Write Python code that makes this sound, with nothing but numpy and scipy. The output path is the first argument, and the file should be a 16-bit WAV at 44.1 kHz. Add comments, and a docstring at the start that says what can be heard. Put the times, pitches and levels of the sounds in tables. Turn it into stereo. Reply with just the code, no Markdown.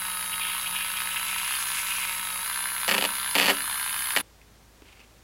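"""Close microphone on a workbench, where a small battery mixer stirs paint in a glass jar. From the start the
motor sings, its brushes click into a whine and the thin shaft rattles in its bearing. Bubbles fizz and droplets
splatter, most in the first two seconds. Near 2.9, 3.4 and 4.2 s the paddle clatters on the glass. Then the
scene changes to the quiet bench, with the room's low hum and a few light touches as the jar and a stirring
stick are handled."""
import sys
import numpy as np
from scipy import signal
from scipy.fft import rfft, irfft, next_fast_len
from scipy.io import wavfile
from scipy.ndimage import uniform_filter1d

SR = 44100
rng = np.random.default_rng(int(sys.argv[2]) if len(sys.argv) > 2 else 0)


def pcm_store(signal):
    """Save signal as 16-bit PCM."""
    levels = np.round(np.clip(np.atleast_2d(signal), -1, 1) * 32767)
    wavfile.write(sys.argv[1], SR, levels.astype(np.int16).T)


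N = 231055
TIME = np.arange(N) / SR
SLOW_HZ, FAST_HZ = 183, 200  # the motor speeds meant by "slow" and "fast"

# The room's hiss. Each row: frequency in Hz, gain in dB.
ROOM_SPECTRUM = [(20, -20.5), (36, -13), (52, -17.5), (75, -8), (105, -6), (135, -15), (250, -15),
                 (520, -18), (1300, -22.5), (2500, -25.5), (6000, -28.5), (15500, -35.5)]
# Light touches on the bench. Each row: start in seconds, click in dB, thump in dB, click decay in seconds.
BENCH_TOUCHES = [(4.415, -48, -72, 0.0027), (4.82, -50, -35, .004), (4.88, -54, -62, 0.0081),
                 (4.925, -62, -70, .004), (4.992, -56, -46, .006), (5.002, -51, -56, 0.0049)]
# Fingers sliding on the jar. Each row: time in seconds, level in dB.
FINGER_SLIDE = [(4.8, -90), (4.87, -60), (4.93, -62), (5.0, -59.5), (5.06, -72), (5.24, -77)]
# A fingertip click. Each row: frequency in Hz, gain in dB.
CLICK_SPECTRUM = [(300, -11), (1000, -10), (1900, -6), (2400, -2), (2900, -2), (3600, -10), (6000, -18),
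                  (15000, -28)]
# A thump on the mat. Each row: frequency in Hz, gain in dB.
THUMP_SPECTRUM = [(40, -19), (110, -1), (230, -0.5), (400, -3), (600, -26), (1500, -23), (5000, -49)]
# Paint thrown against the jar's wall. Each row: time in seconds, level in dB.
SPLATTER_LEVEL = [(0, -50.5), (.42, -52), (1.05, -50), (1.35, -44.5), (1.8, -42), (2.1, -44.5),
                  (2.3, -49.5), (4.2, -53)]
# The droplets' crackle. Each row: frequency in Hz, gain in dB.
DROPLET_SPECTRUM = [(1000, -26), (3400, -7.5), (4600, -1), (5700, -1), (6700, 2.5), (8500, -2.5),
                    (14000, -16.5)]
# How hard the paddle churns the paint. Each row: time in seconds, level in dB.
CHURN_LEVEL = [(0, -42.5), (.37, -48.5), (.43, -34), (.53, -36.5), (.6, -44), (.73, -40.5), (.81, -35),
               (.9, -38.5), (1.03, -41), (1.35, -36.5), (1.53, -38), (1.65, -41), (1.8, -37), (2.08, -35.5),
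               (2.25, -44.5), (4.2, -65)]
# The paddle gulps air and the fizz swells. Each row: time in seconds, peak in dB.
AIR_GULPS = [(.335, -35), (.415, -33.5), (0.669, -30.5), (.765, -27.5), (0.979, -29), (1.115, -32),
             (1.17, -29.5), (1.29, -34), (1.4, -36), (1.55, -38), (1.79, -38), (1.91, -38), (1.97, -40)]
# Typical bubble pitch, lower as larger ones are beaten in. Each row: time in seconds, pitch in Hz.
BUBBLE_PITCH = [(.45, 2780), (.78, 2790), (1.15, 2650), (1.42, 2590), (1.55, 2800), (1.66, 2410),
                (1.95, 2560), (2.15, 2490)]
# Motor speed, sagging when the paddle drags. Each row: time in seconds, turns per second.
MOTOR_SPEED = [(0.0, 188.7), (0.09, 183.4), (0.22, 182.0), (0.51, 182.8), (0.56, 190.3), (0.63, 185.0),
               (0.73, 182.3), (0.82, 183.5), (0.86, 187.2), (1.07, 182.1), (1.09, 186.9), (1.18, 186.4),
               (1.23, 189.8), (1.33, 187.5), (1.45, 190.8), (1.53, 200.6), (1.55, 201.2), (1.61, 194.1),
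               (1.77, 192.8), (1.86, 188.7), (1.96, 194.7), (2.09, 185.2), (2.27, 186.5), (2.34, 180.8),
               (2.4, 181.6), (2.41, 185.0), (2.48, 194.3), (2.6, 195.7), (2.84, 193.5), (2.94, 186.5),
               (3.17, 194.3), (3.35, 196.1), (3.43, 187.2), (3.52, 185.3), (3.57, 192.3), (3.66, 198.1),
               (4.1, 202.1), (4.19, 197.0)]
# The motor's tones. Each row: multiple of the speed, level in dB when slow, level in dB when fast.
MOTOR_TONES = [(1, -57, -63), (3, -61, -67), (5, -50.5, -53), (7, -43.5, -50), (8, -50, -44), (9, -52, -47),
               (10, -51, -57), (15, -55, -49), (18, -57, -49.5), (21, -46, -50), (24, -55, -66)]
# Response of shaft and handle. Each row: frequency in Hz, gain in dB.
HANDLE_RESPONSE = [(150, -21), (450, -24), (700, -16.5), (900, 0), (1250, 2.5), (1550, 0.5), (1900, -0.5),
                   (2250, -1.5), (2900, -2.5), (3600, -5), (4700, -5), (5700, -19.5), (6600, -13.5),
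                   (8300, -21), (11500, -21), (13400, -10), (14700, -27), (16000, -33)]
# Brush clicks within one turn. Each row: share of the turn, relative level in dB.
BRUSH_CONTACTS = [(0, 0), (.1635, -7), (.3322, -1), (.4985, -8), (.6678, -3), (.829, -9)]
# Colour of the brush whine: the housing's resonances. Each row: frequency in Hz, gain in dB.
WHINE_COLOUR = [(2500, -30), (4500, -28), (5800, -30), (6800, -22), (8000, -22), (9000, -14),
                (9350, -7.5), (9620, -3.5), (9950, -10), (10300, -1), (10600, 1), (10950, -.5),
                (11300, -6.5), (11650, -15), (12100, -4.5), (12600, -12), (13150, -7.5), (13400, -9.5),
                (13900, -6.5), (14700, -23), (15500, -17)]
# Width of the whine at the microphone. Each row: frequency in Hz, side minus mid in dB.
WHINE_WIDTH = [(9000, -2), (11000, -22), (12200, -4), (14000, -3.5)]
# The bent shaft swings the paddle against the glass. 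Each row: start in seconds, relative level in dB.
PADDLE_KNOCKS = [(2.8791, -13), (2.885, -14.5), (2.89, -12), (2.8966, -11), (2.912, -10), (2.9165, -14.5),
                 (2.9228, -14.5), (2.9385, -14.5), (2.9436, -12), (2.9485, -13), (2.9653, -22),
                 (2.9801, -12), (2.9862, -15), (3.0066, -22), (3.011, -16), (3.023, -12.5), (3.0398, -13),
                 (3.05, -13), (3.0552, -17), (3.3522, -8), (3.358, -13), (3.3638, -14), (3.379, -14),
                 (3.3833, -9.5), (3.388, -13), (3.394, -13), (3.398, -9.5), (3.4098, -12.5), (3.414, -12.5),
                 (3.4201, -15), (3.4258, -15), (3.4311, -16), (3.437, -16), (3.442, -14), (3.4473, -16),
                 (3.4576, -12.5), (3.4638, -13), (3.4686, -13.5), (3.479, -12.5), (3.483, -10),
                 (3.4898, -10), (3.4947, -12), (3.4995, -11), (3.5049, -10), (3.51, -15), (3.518, -17),
                 (4.1628, -10), (4.168, -18), (4.1716, -10.5), (4.1835, -15.5), (4.2066, -27)]
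# Resonances of the jar on the bench. Each row: frequency in Hz, width in Hz, gain in dB.
JAR_MODES = [(183.4, 18, -5), (215, 5.8, 2), (282.7, 6.3, 6.5), (394.3, 20.5, -0.5), (547, 67, 1),
             (720, 103, -2.5), (950, 207, -2), (1380, 240, -5.5), (1620, 60, -1.5), (1867, 115, -2),
             (2200, 250, -2.5), (2600, 456, 0), (2970, 222, 3.5), (3500, 390, -5.5), (4470, 240, -6.5),
             (4870, 280, -9.5), (7000, 3300, -16.5), (10500, 5100, -21), (13300, 570, -11.5)]


def undb(db):
    """Decibels to gain."""
    return np.exp(np.asarray(db) * (np.log(10) / 20))


def curve(rows):
    """Rows of (seconds, value) joined by straight lines."""
    return np.interp(TIME, *np.transpose(rows))


def unit(x):
    """Scale to rms 1."""
    return x / np.sqrt(np.mean(x ** 2))


def noise():
    """White noise."""
    return rng.standard_normal(N)


def wander(rate_hz):
    """A random line with a spread near 1 and rate_hz bends a second."""
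    step = SR / rate_hz
    knots = rng.standard_normal(int(N / step) + 2)
    return np.sqrt(3 / 2) * np.interp(np.arange(N), step * np.arange(len(knots)), knots)


def ring(x, response):
    """Pass a sound through an impulse response."""
    return signal.oaconvolve(x, response)[:N]


def colour(x, spectrum, size=4096):
    """Minimum-phase filter with the given (Hz, dB) outline."""
    hz, db = np.transpose(spectrum)
    grid = np.maximum(np.fft.rfftfreq(size, 1 / SR), 1)
    cepstrum = irfft(np.log(undb(np.interp(np.log(grid), np.log(hz), db))))
    cepstrum[1:size // 2] *= 2
    cepstrum[size // 2 + 1:] = 0
    return ring(x, irfft(np.exp(rfft(cepstrum))))


def resonate(x, hz, width_hz):
    """One resonance, gain 1 at its centre."""
    return signal.lfilter(*signal.iirpeak(hz, hz / width_hz, fs=SR), x + 1e-18)


def clicks(times, sizes, order=8):
    """Sharp impulses placed between samples."""
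    out, at = np.zeros(N), np.asarray(times)[:, None] * SR
    index = at.astype(int) + np.arange(1 - order, order + 1)
    shape = np.sinc(index - at) * np.sinc((index - at) / order)
    np.add.at(out, np.clip(index, 0, N - 1), shape * sizes[:, None])
    return out


def scuff(hits, decay_s):
    """A brief burst of contact noise after each impulse, with the same energy."""
    keep = np.exp(-2 / (decay_s * SR))
    return noise() * np.sqrt(signal.lfilter([1 - keep], [1, -keep], hits ** 2 + 1e-18))


def at_microphone(x, bench_db, room_db, bench_s=0.01, room_t60=0.2, pan_db=0):
    """Direct sound, scatter off the bench and a short room tail; the echoes share their bass."""
    t = TIME[:SR // 2]
    bench, tail = rng.standard_normal((2, 2, len(t)))
    bench = bench * np.exp(-t / bench_s) * (t > .0003)
    tail = tail * undb(-60 * t / room_t60) * (t > .006)
    bench *= undb(bench_db) / np.linalg.norm(bench)
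    tail *= undb(room_db) / np.linalg.norm(tail)
    echoes = np.sqrt(2) * (bench + tail)
    bass = signal.sosfiltfilt(signal.butter(1, 350, fs=SR, output="sos"), echoes, padtype=None)
    echoes = echoes - bass + bass.mean(axis=0)
    return np.array([(x + ring(x, echo)) * undb(side * pan_db / 2) for side, echo in zip((1, -1), echoes)])


def side_signal(x, width):
    """A left-right difference a quarter cycle out of step, which widens a sound without moving it."""
    size = next_fast_len(N, True)
    gain = undb(np.interp(np.fft.rfftfreq(size, 1 / SR), *np.transpose(width)))
    return np.array([[1], [-1]]) * irfft(1j * gain * rfft(x, size), size)[:N]


def room_tone(hum_hz=54.0, hum_db=-60.0, hiss_db=-56.5):
    """All around the bench: a low, wavering hum and faint hiss, narrower in the bass."""
    hum = np.sqrt(2) * np.sin(2 * np.pi * hum_hz * TIME + 0.14 * wander(5.6))
    hum *= undb(hum_db + 0.48 * wander(6.3))
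    mid, side = (unit(colour(noise(), ROOM_SPECTRUM)) for _ in range(2))
    side = 0.55 * side + .5 * signal.sosfilt(signal.butter(1, 700, "high", fs=SR, output="sos"), side)
    hiss = undb(hiss_db) * np.array([mid + side, mid - side])
    return np.array([[1.08], [.92]]) * (hum + hiss)  # leans slightly left


def handling(thump_s=0.0037):
    """Fingers and stick tap and slide on the jar; the jar bumps the mat."""
    click, thump = undb(curve(FINGER_SLIDE) + 3.3 * wander(70)), 0
    for start, click_db, thump_db, click_s in BENCH_TOUCHES:
        age = np.clip(TIME - start, 0, .2)
        click = click + undb(click_db) * (age > 0) * np.exp(-age / click_s)
        thump = thump + undb(thump_db) * (age > 0) * np.exp(-age / thump_s)
    hiss = noise()
    return sum(colour(force * hiss, body) / np.std(colour(hiss, body))
               for force, body in ((click, CLICK_SPECTRUM), (thump, THUMP_SPECTRUM)))


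def splatter(scatter_db=5.5, count=12000):
    """Fine droplets flung off the paddle crackle against the wall of the jar."""
    drops = clicks(rng.uniform(0, TIME[-1], count), undb(-scatter_db * rng.standard_normal(count)))
    crackle = unit(colour(scuff(drops, decay_s=0.00025), DROPLET_SPECTRUM))
    return crackle * undb(curve(SPLATTER_LEVEL) + 2 * wander(45.17))


def churning(half_width_s=0.0063):
    """Strength of the fizz: the stirring plus a short swell at each gulp of air."""
    gulp_power = sum((undb(db) * np.exp(-.5 * ((TIME - at) / half_width_s) ** 2)) ** 2
                     for at, db in AIR_GULPS)
    return np.sqrt(undb(curve(CHURN_LEVEL)) ** 2 + gulp_power)


def paint_fizz(pitch_spread=0.1, decay_cycles=3.5, scatter_db=2.0, count=12000, size=384):
    """Tiny bubbles torn into the paint ping, each at its own pitch and gone in a few cycles."""
    start = rng.integers(0, N - size, count)
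    detune, strength = rng.standard_normal((2, count, 1))
    hz = curve(BUBBLE_PITCH)[start, None] * np.exp(pitch_spread * detune)
    cycles = hz * np.arange(size) / SR
    peaks = undb(scatter_db * strength) * rng.choice([-1, 1], (count, 1))
    pings = peaks * np.exp(-cycles / decay_cycles) * np.cos(2 * np.pi * cycles)
    fizz = np.bincount((start[:, None] + np.arange(size)).ravel(), pings.ravel(), N)
    return unit(resonate(fizz, hz=2940, width_hz=2000)) * churning() * undb(0.81 * wander(59.9))


def motor_speed(inertia_s=0.022, tremble=0.00064):
    """Turns per second: the rotor's inertia rounds every change, and the speed trembles slightly."""
    steady = uniform_filter1d(curve(MOTOR_SPEED), int(inertia_s * SR), mode="nearest")
    return steady * (1 + tremble * wander(40))


def by_speed(speed, slow_db, fast_db):
    """A level in dB that follows the motor's speed in a straight line."""
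    return slow_db + (fast_db - slow_db) * (speed - SLOW_HZ) / (FAST_HZ - SLOW_HZ)


def motor_tones(speed, turns, waver_db=0.93, flutter_turns=0.00077):
    """Imbalance and magnetic pull sing on multiples of the speed; rotor flutter roughens the high ones."""
    out = 0
    for multiple, slow_db, fast_db in MOTOR_TONES:
        db = by_speed(speed, slow_db, fast_db) + waver_db * wander(11)
        angle = 2 * np.pi * (multiple * (turns + flutter_turns * wander(70)) + rng.random())
        out = out + undb(db) * np.sqrt(2) * np.sin(angle)
    return out


def shaft_rattle(speed, turns, scatter_db=0.9, jitter_turns=0.1007, graze=1.03):
    """The whipping shaft ticks in its bearing every third or fourth turn and rubs in between."""
    count = int(turns[-1]) // 2
    tick_turns = np.cumsum(rng.choice([3, 4], count, p=[.78, .22]))
    tick_turns = tick_turns + .7 + jitter_turns * rng.standard_normal(count)
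    sizes = undb(scatter_db * np.clip(rng.standard_normal(count), -2, 1))
    hits = clicks(np.interp(tick_turns, turns, TIME), sizes * (tick_turns < turns[-1]))
    ticks = unit(colour(hits + graze * scuff(hits, decay_s=0.0013), HANDLE_RESPONSE))
    friction = noise() * (1 + 0.28 * np.cos(2 * np.pi * turns)) * undb(wander(60))
    rub = unit(colour(friction, HANDLE_RESPONSE))
    return (undb(-34.5) * ticks + undb(-39.5) * rub) * undb(by_speed(speed, slow_db=-4, fast_db=-2))


def brush_whine(speed, turns, jitter_s=4e-6, drift_s=3e-6, scatter_db=0.6, spark_db=-11.5):
    """Two brushes drop over three commutator gaps a turn; each contact sparks and rings the housing."""
    share, db = np.transpose(BRUSH_CONTACTS)
    whole_turns = np.arange(int(turns[-1]) - 1)
    times = np.interp(whole_turns[:, None] + share, turns, TIME)
    drift = np.transpose([np.interp(contact, TIME, wander(6.05)) for contact in times.T])
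    jitter, strength = rng.standard_normal((2, *times.shape))
    times = times + jitter_s * jitter + drift_s * drift
    hits = clicks(times.ravel(), undb(db + scatter_db * strength).ravel())
    sparks = undb(spark_db) * scuff(hits, decay_s=.0005)
    return unit(colour(hits + sparks, WHINE_COLOUR)) * undb(by_speed(speed, slow_db=-34, fast_db=-33))


def paddle_clatter(gain_db=24.0, scrape=0.79, chatter_db=-5.0):
    """The paddle strikes the glass, scrapes along it and rings jar and bench."""
    times, knock_db = np.transpose(PADDLE_KNOCKS)
    hits = clicks(times, undb(knock_db + gain_db))
    push = hits + scrape * scuff(hits, decay_s=0.0023) + undb(chatter_db) * scuff(hits, decay_s=0.012)
    # neighbouring modes swing in opposite directions
    return sum((-1) ** k * undb(db) * resonate(push, hz, width)
               for k, (hz, width, db) in enumerate(JAR_MODES))


def scene(stop_s=4.211):
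    """The mixer close to the stereo microphone until stop_s, then the quiet bench."""
    speed = motor_speed()
    turns = np.cumsum(speed) / SR
    tones = motor_tones(speed, turns)  # these reach the microphone directly
    stirring = shaft_rattle(speed, turns) + paint_fizz() + splatter()
    mixer = tones + at_microphone(stirring, bench_db=-4.5, room_db=-8.5, bench_s=0.0053, pan_db=0.24)
    whine = brush_whine(speed, turns)
    mixer += side_signal(whine, WHINE_WIDTH)
    mixer += at_microphone(whine, bench_db=-14, room_db=-12, bench_s=0.0006, pan_db=-1.5)
    mixer += at_microphone(paddle_clatter(), bench_db=-8, room_db=-11, bench_s=0.0025,
                           room_t60=0.32, pan_db=0.2)
    mixer *= np.exp(-np.clip(TIME - stop_s, 0, .1) / .003)
    touches = at_microphone(handling(), bench_db=-7, room_db=-6, room_t60=0.28)
    return mixer + touches + room_tone()


def record(dry):
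    """The recorder cuts the treble steeply above 15.9 kHz."""
    return signal.sosfilt(signal.ellip(10, .1, 80, 15900, fs=SR, output="sos"), dry)


dry = scene()
out = record(dry)
pcm_store(out)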